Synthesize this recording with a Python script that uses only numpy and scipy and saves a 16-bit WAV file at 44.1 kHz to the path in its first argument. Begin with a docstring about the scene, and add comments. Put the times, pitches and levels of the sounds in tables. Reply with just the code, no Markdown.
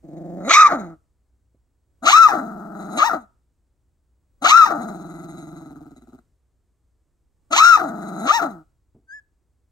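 """Throbbing growls of a very young puppy, close by: four calls that tighten into rough, high yelps and sink back.
A soft grunt and a thin whimper end it; the room rumbles and hums faintly.
Voice: fold pulses and turbulence through throat, mouth and teeth filters, one pitch sweep from growl to yelp.
Whimper: a few sine partials. Grunts, bumps, rumble: filtered noise. Hum: a sine.
Head direction, pen walls and a short room tail shape the stereo."""
import sys
import numpy as np
from scipy import signal
from scipy.fft import rfft, irfft, next_fast_len
from scipy.io import wavfile
from scipy.ndimage import uniform_filter1d, minimum_filter1d, map_coordinates

SR = 44100
rng = np.random.default_rng(int(sys.argv[2]) if len(sys.argv) > 2 else 0)


def output_pcm(signal):
    """Save a mono or channel-first signal as 16-bit PCM at the path in sys.argv[1].

    Samples are clipped to [-1, 1] before scaling.
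    """
    pcm = np.clip(np.atleast_2d(signal).T, -1, 1) * 32767
    wavfile.write(sys.argv[1], SR, np.round(pcm).astype(np.int16))


N = 428211
T = np.arange(N) / SR  # s

# growl under each of the four calls: t/s, resting pitch f/Hz, extra level/dB, extra rasp/dB
GROWLS = [
    [(.025, 145.2, -5.5, -4), (.15, 160, 0.5, -9.5), (.37, 171.6, 2, -21), (.46, 160, 0.5, 2),
     (.75, 149.8, 1, 2), (.87, 149.8, -0.5, -3), (.985, 150.3, -4, -23)],
    [(2.019, 184.8, -3.5, 0), (2.4, 190.6, 1, -3.5), (2.55, 192, -2.5, -14.5), (2.7, 190.1, -3.5, -12),
     (2.8, 189.6, -0.5, -3), (2.92, 171.4, 1, 3.5), (3.16, 174.3, -2, -7), (3.22, 165.2, -17, 0),
     (3.29, 165.1, -22.5, 0)],
    [(4.413, 210.6, -2.5, 3), (4.77, 189.9, -0.5, -8.5), (4.83, 197.5, 1, 3.5), (5., 168, 0.5, 4),
     (5.6, 153, 0, 6), (5.85, 135.2, -0.5, 0.5), (6.06, 117, -5.5, 5), (6.14, 120.7, 1, -1),
     (6.235, 112.9, 0.5, -12)],
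    [(7.502, 191.4, -4.5, 0.5), (7.92, 181.6, 0.5, -7.5), (8.05, 186.5, 1, 1.5), (8.2, 180.8, 3, 2.5),
     (8.47, 169.9, 0.5, -3.5), (8.51, 149.7, -4.5, 1.5), (8.58, 144.2, -4, -18), (8.67, 145, -16.5, -6)],
]
# growl versus pitch: f/Hz, roughness/0-1, throat level/dB, mouth level/dB, rasp level/dB
TENSION = [(112, .3, -57, -63, -73.5), (136, .28, -44.5, -55, -75), (159.2, .3, -39, -46.5, -65.5),
           (189.65, .3, -35, -37, -57), (243, .38, -30.5, -31, -54), (277.5, .42, -28.5, -25.5, -47),
           (379.8, .75, -29.5, -20, -40)]
# runs of throbs: first catch t/s, end t/s, throb rate at start, middle, end f/Hz
THROBS = [(0.028, 0.438, 23.4, 24.15, 27.25), (2.38, 2.946, 25, 20.21, 22.91),
          (4.784, 6.181, 19.39, 21.9, 17.27), (7.89, 8.219, 22.7, 23.28, 20.23)]
# yelps: start t/s, climb/s, arch/s, fall/s, top pitch f/Hz, lateness of climb (exponent),
# added roughness/0-1, extra mouth level/dB, extra rasp/dB, rasp fading along the arch/dB
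YELPS = [(.494, .046, 0.14, .038, 1265, 1.7, .33, -0.5, 5.5, 8),
         (2.055, .078, 0.14, .059, 1353, 1.3, .18, 0.5, 2, 2.5),
         (2.987, .057, 0.05, .036, 965, 3.4, .13, 0.5, -7.5, -1.5),
         (4.443, .073, .131, .06, 1375, 1.05, .17, 0.5, 0.5, 0.5),
         (7.524, .078, .159, .049, 1407, .95, .13, -1, 1.5, 3.5),
         (8.274, .05, 0.069, .026, 946.7, 3, .07, 0.5, -5, 0)]
# shared by all yelps: stage (0 leap, 1 lock, 2 crack, 3 fall), roughness/0-1, throat, mouth, rasp level/dB
YELP_STAGES = [(0, .48, -33, -20.5, -23), (.5, .4, -42.5, -19.5, -22.5), (1, .18, -46.5, -19.5, -22.5),
               (1.499, 0.012, -48.5, -18.5, -27), (1.95, .1, -47.5, -19.5, -30),
               (2.15, .32, -46.5, -21.5, -35.5), (3, .5, -33.5, -22.5, -45)]
# lip opening in the growl: t/s, opening/0-1
LIP_OPENING = [(.35, 0), (.5, .2), (.7, .8), (2, 1)]

# relative voice spectra: f/Hz, level/dB per Hz
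THROAT_SLACK = [(60, -52.5), (110, -14), (160, 2.5), (230, 3.5), (320, 8), (380, -7), (460, -14),
                (700, -46)]
THROAT_TIGHT = [(60, -37.5), (160, -17), (260, -4), (330, 5.5), (400, -8.5), (480, -5), (750, -50)]
MOUTH_SHUT = [(300, -50), (480, -9), (670, 4), (780, -6), (950, -23.5), (1350, -26), (1600, -31),
              (1850, -30), (2400, -62.5)]
MOUTH_AJAR = [(300, -37), (520, -8), (660, 10), (800, 4.5), (1050, -9), (1320, 7.5), (1490, -3),
              (1700, -17.5), (1900, -18), (2600, -52)]
MOUTH_WIDE = [(300, -53.5), (520, -25), (660, -12), (850, -12), (1020, -11.5), (1220, 4), (1400, -2.5),
              (1600, -19.5), (1900, -25), (2400, -49.5)]
# turbulence in the open mouth: f/Hz, level/dB per Hz
HOARSE = [(600, -38.5), (950, -4), (1250, -1.5), (1600, -3.5), (2000, -8.5), (2800, -43)]
RASP_NARROW = [(1500, -51), (2000, -4.5), (3000, -32), (3550, -16), (3950, 0.5), (4550, -28.5), (5700, -21),
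               (6700, -3.5), (7900, -22), (8800, -8), (9900, -37.5), (11200, -8), (12300, -51.5),
               (15500, -64)]
RASP_WIDE = [(1400, -41), (1900, -12.5), (2230, 3), (2550, -2.5), (2900, 1.5), (3350, -1.5), (4100, 1),
             (4650, -8.5), (5400, -11.5), (6450, 0), (8000, -19), (9900, -29), (11700, -21.5), (13500, -39),
             (15500, -48.5)]
# rasp of a locked yelp, a deep hollow between two resonances: f/Hz, level/dB per Hz
RASP_LOCKED = [(1400, -37.5), (1900, -9), (2250, 0), (2650, 0), (3150, -17.5), (3850, 6), (4400, -13.5),
               (5000, -6.5), (5800, 1.5), (6700, -6.5), (8000, -13), (9900, -32), (11700, -15),
               (13500, -35.5), (15500, -52.5)]
# soft fold closure, weakening the highest overtones: f/Hz, gain/dB
CLOSURE = [(2000, 1), (4000, -10.5), (6000, -10), (9000, -7.5), (15000, -11)]

# whimper contour: t/s, pitch f/Hz, peak level/dB
WHIMPER = [(9.07, 1543, -77), (9.092, 1563, -45.5), (9.11, 1580, -36.5), (9.144, 1722, -36),
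           (9.168, 1738, -39.5), (9.194, 1680, -43), (9.22, 1643, -93)]
# whimper partials: multiple of the pitch, relative level/dB
WHIMPER_PARTIALS = [(1, 6.5), (2, -30), (3, -22.5), (4, -19.5), (5, -31)]
# soft grunts and bumps: t/s, initial level/dB, t60/s
BUMPS = [(1.545, -58, 0.062), (6.127, -40.5, 0.053), (8.946, -49, 0.22)]
# relative bump spectrum: f/Hz, level/dB per Hz
BUMP_COLOUR = [(40, -4), (120, 13), (330, 11.5), (750, -7.5), (1100, -22), (3000, -40), (8000, -68)]

# head turned right or left, as the two ports hear it: f/Hz, L-R level/dB, left lead/rad, level/dB
HEAD_RIGHT = [(170, -4, 0.55, 1.5), (338, 2, 0, 1), (520, -2.5, 0.86, 4.5), (716, 3.5, 0.9, -1.5),
              (1040, 0, 1, 0.5), (1440, 1.5, -0.22, -1.5), (1870, 3, 1.5, 5.5), (2200, 1.5, 1.6, 6.5),
              (2770, -0.5, -0.5, -10.5), (4000, -2, 2.5, 1.5), (5770, -10, 1, -4.5), (6400, -4.5, 2, 0.5),
              (7187, 2, 2, 2.5), (7930, -1.5, 0, -7.5), (10000, 1, -4.5, -11), (15017, -3, -11.5, -3.5)]
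HEAD_LEFT = [(170, -2.5, 0.35, 0), (407, 0.5, 0.25, 0), (553, 1.5, 2, 0), (850, 14.5, -0.25, 0),
             (1137.5, 8.5, -1.5, 0.00015), (1480, 4, 1.5, 0.032), (1820, 1.5, 1.5, 0.031),
             (2320, 0.5, 3.5, 0), (2900, -1, 3, 0.023), (3320, 3.5, 3.5, 0.00065), (4583, -5, 6, 0.00005),
             (5340, -8.5, 7.5, 0.00032), (6640, -0.5, 8, 0.12), (8000, -0.5, 6.5, 0), (13400, 0, -2, 0.68),
             (14980, -1.5, -1, 0)]
# pen wall echoes: f/Hz, gain/dB
PEN_WALLS = [(500, -31.5), (1300, -16), (2200, -9), (12000, -14.5)]
# room tail: f/Hz, t60/s, level/dB
ROOM_TAIL = [(151.5, 0.17, -20), (1280, 0.32, -16.5), (2463, 0.21, -14.5), (6000, 0.062, -14),
             (14000, 0.13, -15.5)]
# relative rumble spectrum: f/Hz, level/dB per Hz
RUMBLE_COLOUR = [(12, -31), (22, -12), (60, -4), (80, -7.5), (110, -13), (200, -24), (320, -23),
                 (550, -31.5), (1100, -37), (3000, -47.5), (5700, -47), (8000, -42.5), (10000, -50),
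                 (15500, -54.5)]

ATTACK_S, RELEASE_S, FADE_DB = .009, .047, 31.5  # call edges and their depth
# pitch the growl tightens towards before a yelp, and slackens from after it
WIND_UP_S, WIND_UP_HZ, WIND_UP_RASP_DB = .032, 321.9, 12.5
UNWIND_S, UNWIND_HZ, UNWIND_RASP_DB = .06, 392.5, -2
CATCH_DB, CATCH_HZ, CATCH_GROWTH = 3, 190, 4.9  # depth at this pitch; exponent deepens it when slacker
LEAP_HZ, FALL_HZ = 560.6, 662.7  # first and last pitch of the high register
# arch ends lie this share under its top; share of the top left after the crack
ARCH_SAG, ARCH_POWER, CRACK_SHARE = .13, 1.7, .75
# harmonic meeting a resonance: centre f/Hz, half width f/Hz, gain/dB
FLARE_FIRST, FLARE_SECOND, FLARE_RASP = (1320, 230, 12.5), (1320, 160, 10), (4250, 720, 5)
TURN_S = 1.5  # head turns from right to left
RUMBLE_DB, SWELL_DB, SWELL_S = -68, 8, .24  # rumble, and its swell around the calls
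HUM_HZ, HUM_DB = 60, -69.5
TOP_HZ = 15750


def voice():
    """Folds throb in the growl and tighten into the yelp; throat, mouth and teeth colour their pulses."""
    pitch, rough, throat_db, mouth_db, rasp_db = controls()
    wide = smooth(np.clip((pitch - 250) / 220, 0, 1), .02)  # jaw drops as pitch climbs
    lips = np.clip(curves(LIP_OPENING)[0], 0, 1)

    # each catch slackens the folds and chokes the flow; they reopen with a croak
    catch = throb(delay_s=0, width_s=.012)
    reopening = throb(delay_s=.012, width_s=.007)
    depth_db = CATCH_DB * (CATCH_HZ / pitch) ** CATCH_GROWTH
    choke_db = depth_db * swing(catch)
    croak_db = depth_db * (.4 * lips * swing(reopening) - .35 * swing(catch))
    bend = 1 + .27 * lips * throb_sweep() - .19 * swing(catch)
    rough = np.clip(rough + .25 * catch, 0, 1)

    folds, air = fold_flow(pitch, bend, rough, wide)
    buzz = folds + .8 * rough ** 1.5 * air
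    rasp = coloured(folds, CLOSURE) + (rough * (2.4 - 1.4 * wide) + .14) * air

    throat = steady(blend(wide, coloured(buzz, THROAT_SLACK), coloured(buzz, THROAT_TIGHT)))
    growl = blend(lips, coloured(buzz, MOUTH_SHUT), coloured(buzz + .67 * air, MOUTH_AJAR))
    mouth = steady(blend(wide, growl, coloured(buzz, MOUTH_WIDE)))
    cry = blend(locking(), coloured(rasp, RASP_WIDE), coloured(rasp, RASP_LOCKED))
    teeth = steady(blend(wide, coloured(rasp, RASP_NARROW), cry))

    # a rough voice comes in uneven spurts
    spurt_db = rough * 2.2 * wobble(70)
    flicker_db = (3.6 - 1.4 * wide) * wobble(45)
    # the pressed yelp stumbles: its tone drops out for a few cycles at a time
    dropout_db = swing(22 * np.maximum(wobble(260), 0) ** 1.5)
    stumble_db = np.clip(pitch / 500 - 1, 0, 1) * np.minimum(rough, .3) * dropout_db
    hoarse = wide * rough * .3 * unit(coloured(air, HOARSE))
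    mouth = mouth * amp(-stumble_db) + hoarse

    throat = throat * amp(throat_db - choke_db)
    mouth = mouth * amp(mouth_db + croak_db + spurt_db)
    teeth = teeth * amp(rasp_db + croak_db + spurt_db + flicker_db)
    return during(GROWLS) * (throat + mouth + teeth)


def fold_flow(pitch, bend, rough, wide):
    """Jittered fold pulses, and turbulence that peaks once a cycle while the folds stand open."""
    wander = .08 * wobble(130) + .13 * wobble(600) + .13 * wobble(1800)
    jitter = rough * (1 - .6 * wide) * wander  # slack folds wander more than taut ones
    cycles = np.cumsum(pitch * bend * (1 + jitter)) / SR
    shimmer = amp(rough * 7 * wobble(300))
    folds = pulses(cycles) * np.sqrt(SR / pitch) * shimmer
    air = rng.standard_normal(N) * (1 + .76 * np.cos(2 * np.pi * cycles))
    return folds, air


def pulses(cycles, order=8):
    """A windowed-sinc click, placed between samples, at every whole cycle."""
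    at = np.interp(np.arange(1, int(cycles[-1])), cycles, np.arange(N))
    taps = at.astype(int)[:, None] + np.arange(1 - order, order + 1)
    lag = taps - at[:, None]
    click = np.sinc(lag) * np.sinc(lag / order)
    return np.bincount(np.clip(taps, 0, N - 1).ravel(), click.ravel(), N)


def controls():
    """Fold tension: the growl, with a register change within a few milliseconds for each yelp."""
    state = growling()
    for row in YELPS:
        leap, _, _, fall = stages(row)
        inside = (T >= leap) & (T < fall)
        state[:, inside] = yelping(T[inside], row)
    return smooth(state, .004)


def growling():
    """Pitch, roughness and three levels of the growl: tighter is higher; it winds up and unwinds at yelps."""
    rest, level_db, extra_rasp_db = curves(np.vstack(GROWLS))
    yelps = [stages(row) for row in YELPS]
    wind_up = sum((T < fall) * np.exp(-np.maximum(leap - T, 0) / WIND_UP_S) for leap, _, _, fall in yelps)
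    unwind = sum((T >= fall) * np.exp(-np.abs(T - fall) / UNWIND_S) for _, _, _, fall in yelps)
    pitch = rest + (WIND_UP_HZ - rest) * wind_up + (UNWIND_HZ - rest) * unwind

    opened = 0
    for rows in GROWLS:
        onset = (T - rows[0][0]) / ATTACK_S
        release = (rows[-1][0] - T) / RELEASE_S
        opened = opened + np.clip(np.minimum(onset, release), 0, 1)
    level_db = level_db - FADE_DB * (1 - opened)

    hz, *columns = np.transpose(TENSION)
    rough, throat_db, mouth_db, rasp_db = (np.interp(pitch, hz, c) for c in columns)
    rasp_db = rasp_db + extra_rasp_db + WIND_UP_RASP_DB * wind_up + UNWIND_RASP_DB * unwind
    return np.array([pitch, rough, throat_db + level_db, mouth_db + level_db, rasp_db + level_db])


def yelping(t, row):
    """Pitch, roughness and three levels of a yelp: leap, climb, arch of clear tone, crack, fall."""
    *_, top, lateness, extra_rough, level_db, extra_rasp_db, fading_db = row
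    stage = np.interp(t, stages(row), np.arange(4))
    climb = LEAP_HZ * (top * (1 - ARCH_SAG) / LEAP_HZ) ** (np.minimum(stage, 1) ** lateness)
    arch = top * (1 - ARCH_SAG * np.abs(2 * (stage - 1) - 1) ** ARCH_POWER)
    drop = FALL_HZ * (top * CRACK_SHARE / FALL_HZ) ** (1 - (stage - 2))
    pitch = np.select([stage < 1, stage < 2], [climb, arch], drop)

    knots, *columns = np.transpose(YELP_STAGES)
    rough, throat_db, mouth_db, rasp_db = (np.interp(stage, knots, c) for c in columns)
    pressed = stage < 2
    mouth_db = mouth_db + pressed * (flare(pitch, FLARE_FIRST) + flare(2 * pitch, FLARE_SECOND))
    rasp_db = rasp_db + np.clip(2 * (2 - stage), 0, 1) * flare(4 * pitch, FLARE_RASP)
    rasp_db = rasp_db - fading_db * np.clip(stage - 1, 0, 1) ** 2
    return np.array([pitch, rough + extra_rough, throat_db, mouth_db + level_db, rasp_db + extra_rasp_db])


def stages(row):
    """Moments/s at which a yelp leaps, locks, cracks and has fallen back."""
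    return np.cumsum(row[:4])


def locking():
    """1 from a yelp's lock until it has fallen back, soft edges."""
    return smooth(sum(1. * (T > lock) * (T < fall) for _, lock, _, fall in map(stages, YELPS)), .025)


def flare(hz, resonance):
    """Gain/dB of a harmonic passing through a flat-topped resonance."""
    centre, width, db = resonance
    return db * np.exp(-np.square(((hz - centre) / width) ** 2))


def catches():
    """Moments/s at which the growl catches between two throbs."""
    moments = []
    for start, end, *rates in THROBS:
        t = np.arange(start, end, 1 / SR)
        rate = np.interp(t, np.linspace(start, end, len(rates)), rates)
        turns = np.cumsum(rate) / SR
        moments.extend(np.interp(np.arange(turns[-1]), turns, t))
    return np.sort(moments)


def throb(delay_s, width_s):
    """Bell of height 1 at a delay after each catch."""
    moments = catches() + delay_s
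    midpoints = (moments[1:] + moments[:-1]) / 2
    nearest = moments[np.searchsorted(midpoints, T)]
    return np.exp(-((T - nearest) / width_s) ** 2)


def throb_sweep():
    """Pitch climb per throb: ramp from -1/2 to 1/2, 0 between the runs."""
    moments = catches()
    turn = np.interp(T, moments, np.arange(len(moments)))
    gaps_s = np.append(np.diff(moments), np.inf)[turn.astype(int)]
    return smooth((turn % 1 - .5) * (gaps_s < .08), .004)


def whimper():
    """Thin, nearly pure whistle through the nose: a few harmonics with slight pitch wander."""
    pitch, peak_db = curves(WHIMPER)
    phase = 2 * np.pi * np.cumsum(pitch * (1 + .0014 * wobble(120))) / SR
    tone = sum(amp(level) * np.sin(round(k) * phase) for k, level in WHIMPER_PARTIALS)
    return unit(tone) * amp(peak_db - 3) * during([WHIMPER])  # -3 dB: sine peak to rms


def bumps():
    """Soft grunts and bumps: short, dull puffs of low noise, decaying exponentially."""
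    envelope = sum((T > s) * amp(db - 60 * np.abs(T - s) / t60) for s, db, t60 in BUMPS)
    noise = rng.standard_normal(N)
    return coloured(envelope * noise, BUMP_COLOUR) / np.std(coloured(noise, BUMP_COLOUR))


def ports(x, head):
    """Level and phase at the left and right microphone port, frequency by frequency; one set for each head
    direction."""
    def response(hz):
        difference_db = along(head, hz)
        gains = amp(np.array([difference_db, -difference_db]) / 2)
        gains *= amp(along(head, hz, axis=3)) / np.sqrt(np.mean(gains ** 2, axis=0))
        right_phase = np.exp(-1j * along(head, hz, axis=2))
        return gains * np.array([np.ones(len(hz)), right_phase])
    return filtered(x, response)


def pen(x, count=6):
    """Smooth pen walls throw back the treble within milliseconds, differently at each port."""
    delays = (rng.uniform(.0015, .009, (2, count)) * SR).astype(int)
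    echoes = np.array([sum(np.pad(x, (d, 0))[:N] for d in port) for port in delays]) / np.sqrt(count)
    return filtered(echoes, lambda hz: amp(along(PEN_WALLS, hz)))


def room(x):
    """Short noise tail in which each frequency dies at its own speed."""
    hz, t, z = signal.stft(rng.standard_normal((2, SR // 2)), SR, nperseg=256)
    fade = amp(-60 * t / along(ROOM_TAIL, hz)[:, None])
    energy = np.sum(fade ** 2, axis=1, keepdims=True) * t[1] * SR
    fade *= amp(along(ROOM_TAIL, hz, axis=2))[:, None] / np.sqrt(energy)
    tail = signal.istft(z * fade, SR, nperseg=256)[1]
    return signal.oaconvolve(x[None], tail, axes=1)[:, :N]


def rumble():
    """Low room noise, nearly the same at both ports, swelling around the calls."""
    mid, side = (unit(coloured(rng.standard_normal(N), RUMBLE_COLOUR)) for _ in range(2))
    level_db = RUMBLE_DB + SWELL_DB * smooth(during(GROWLS), SWELL_S)
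    return amp(level_db) * (mid + amp(-10) * np.array([side, -side]))


def hum():
    """Weak mains hum: one sine whose level wavers slowly."""
    return amp(HUM_DB) * np.sin(2 * np.pi * HUM_HZ * T) * amp(2.5 * wobble(5.8))


def amp(db):
    """Decibels to gain."""
    return 10 ** (np.asarray(db) / 20)


def unit(x):
    """x at rms 1."""
    return x / np.sqrt(np.mean(x ** 2) + 1e-20)


def blend(share, a, b):
    """Crossfade from a (share 0) to b (share 1)."""
    return (1 - share) * a + share * b


def along(points, hz, axis=1):
    """One column of (f/Hz, ..) points, interpolated on a log axis."""
    columns = np.transpose(points)
    return np.interp(np.log(hz + 1), np.log(columns[0] + 1), columns[axis])


def curves(rows):
    """One value per sample for each column after the time."""
    s, *columns = np.transpose(rows)
    return [np.interp(T, s, c) for c in columns]


def smooth(x, seconds):
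    """Triangular running mean."""
    size = max(int(seconds * SR), 1)
    return uniform_filter1d(uniform_filter1d(x, size), size)


def swing(x):
    """x without its slow mean."""
    return x - smooth(x, .047)


def steady(x):
    """x held at rms 1 from moment to moment."""
    return x / np.sqrt(np.abs(smooth(x * x, .011)) + 1e-12)


def during(tables):
    """1 while one of the tables runs, soft edges."""
    return smooth(sum(1. * (T > rows[0][0]) * (T < rows[-1][0]) for rows in tables), .004)


def wobble(rate_hz):
    """Smooth random curve, rate_hz knots a second."""
    return map_coordinates(rng.standard_normal(int(N * rate_hz / SR) + 4), [T * rate_hz], order=2)


def filtered(x, response):
    """x times a complex response of frequency."""
    size = next_fast_len(N + 8192, True)
    return irfft(rfft(x, size) * response(np.fft.rfftfreq(size, 1 / SR)), size)[..., :N]


def coloured(x, points, size=4096):
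    """x through the causal minimum-phase filter that has this spectrum."""
    cepstrum = irfft(np.log(amp(along(points, np.fft.rfftfreq(size, 1 / SR)))))
    cepstrum[1:size // 2] *= 2
    cepstrum[size // 2 + 1:] = 0
    impulse = irfft(np.exp(rfft(cepstrum)))[:size // 2]
    return signal.oaconvolve(x, impulse)[:N]


def scene():
    """The puppy turns its head from right to left after the first call."""
    puppy = voice() + whimper()
    direct = ports(puppy * (T < TURN_S), HEAD_RIGHT) + ports(puppy * (T >= TURN_S), HEAD_LEFT)
    return direct + pen(puppy) + room(puppy) + bumps() + rumble() + hum()


def record(dry):
    """A fast limiter, common to both ports, holds down the peaks; a band limit cuts the top."""
    needed = np.minimum(1, .96 / (np.abs(dry).max(axis=0) + 1e-9))
    gain = smooth(minimum_filter1d(needed, SR // 250), .002)
    return filtered(dry * gain, lambda hz: hz < TOP_HZ)


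dry = scene()
out = record(dry)
output_pcm(out)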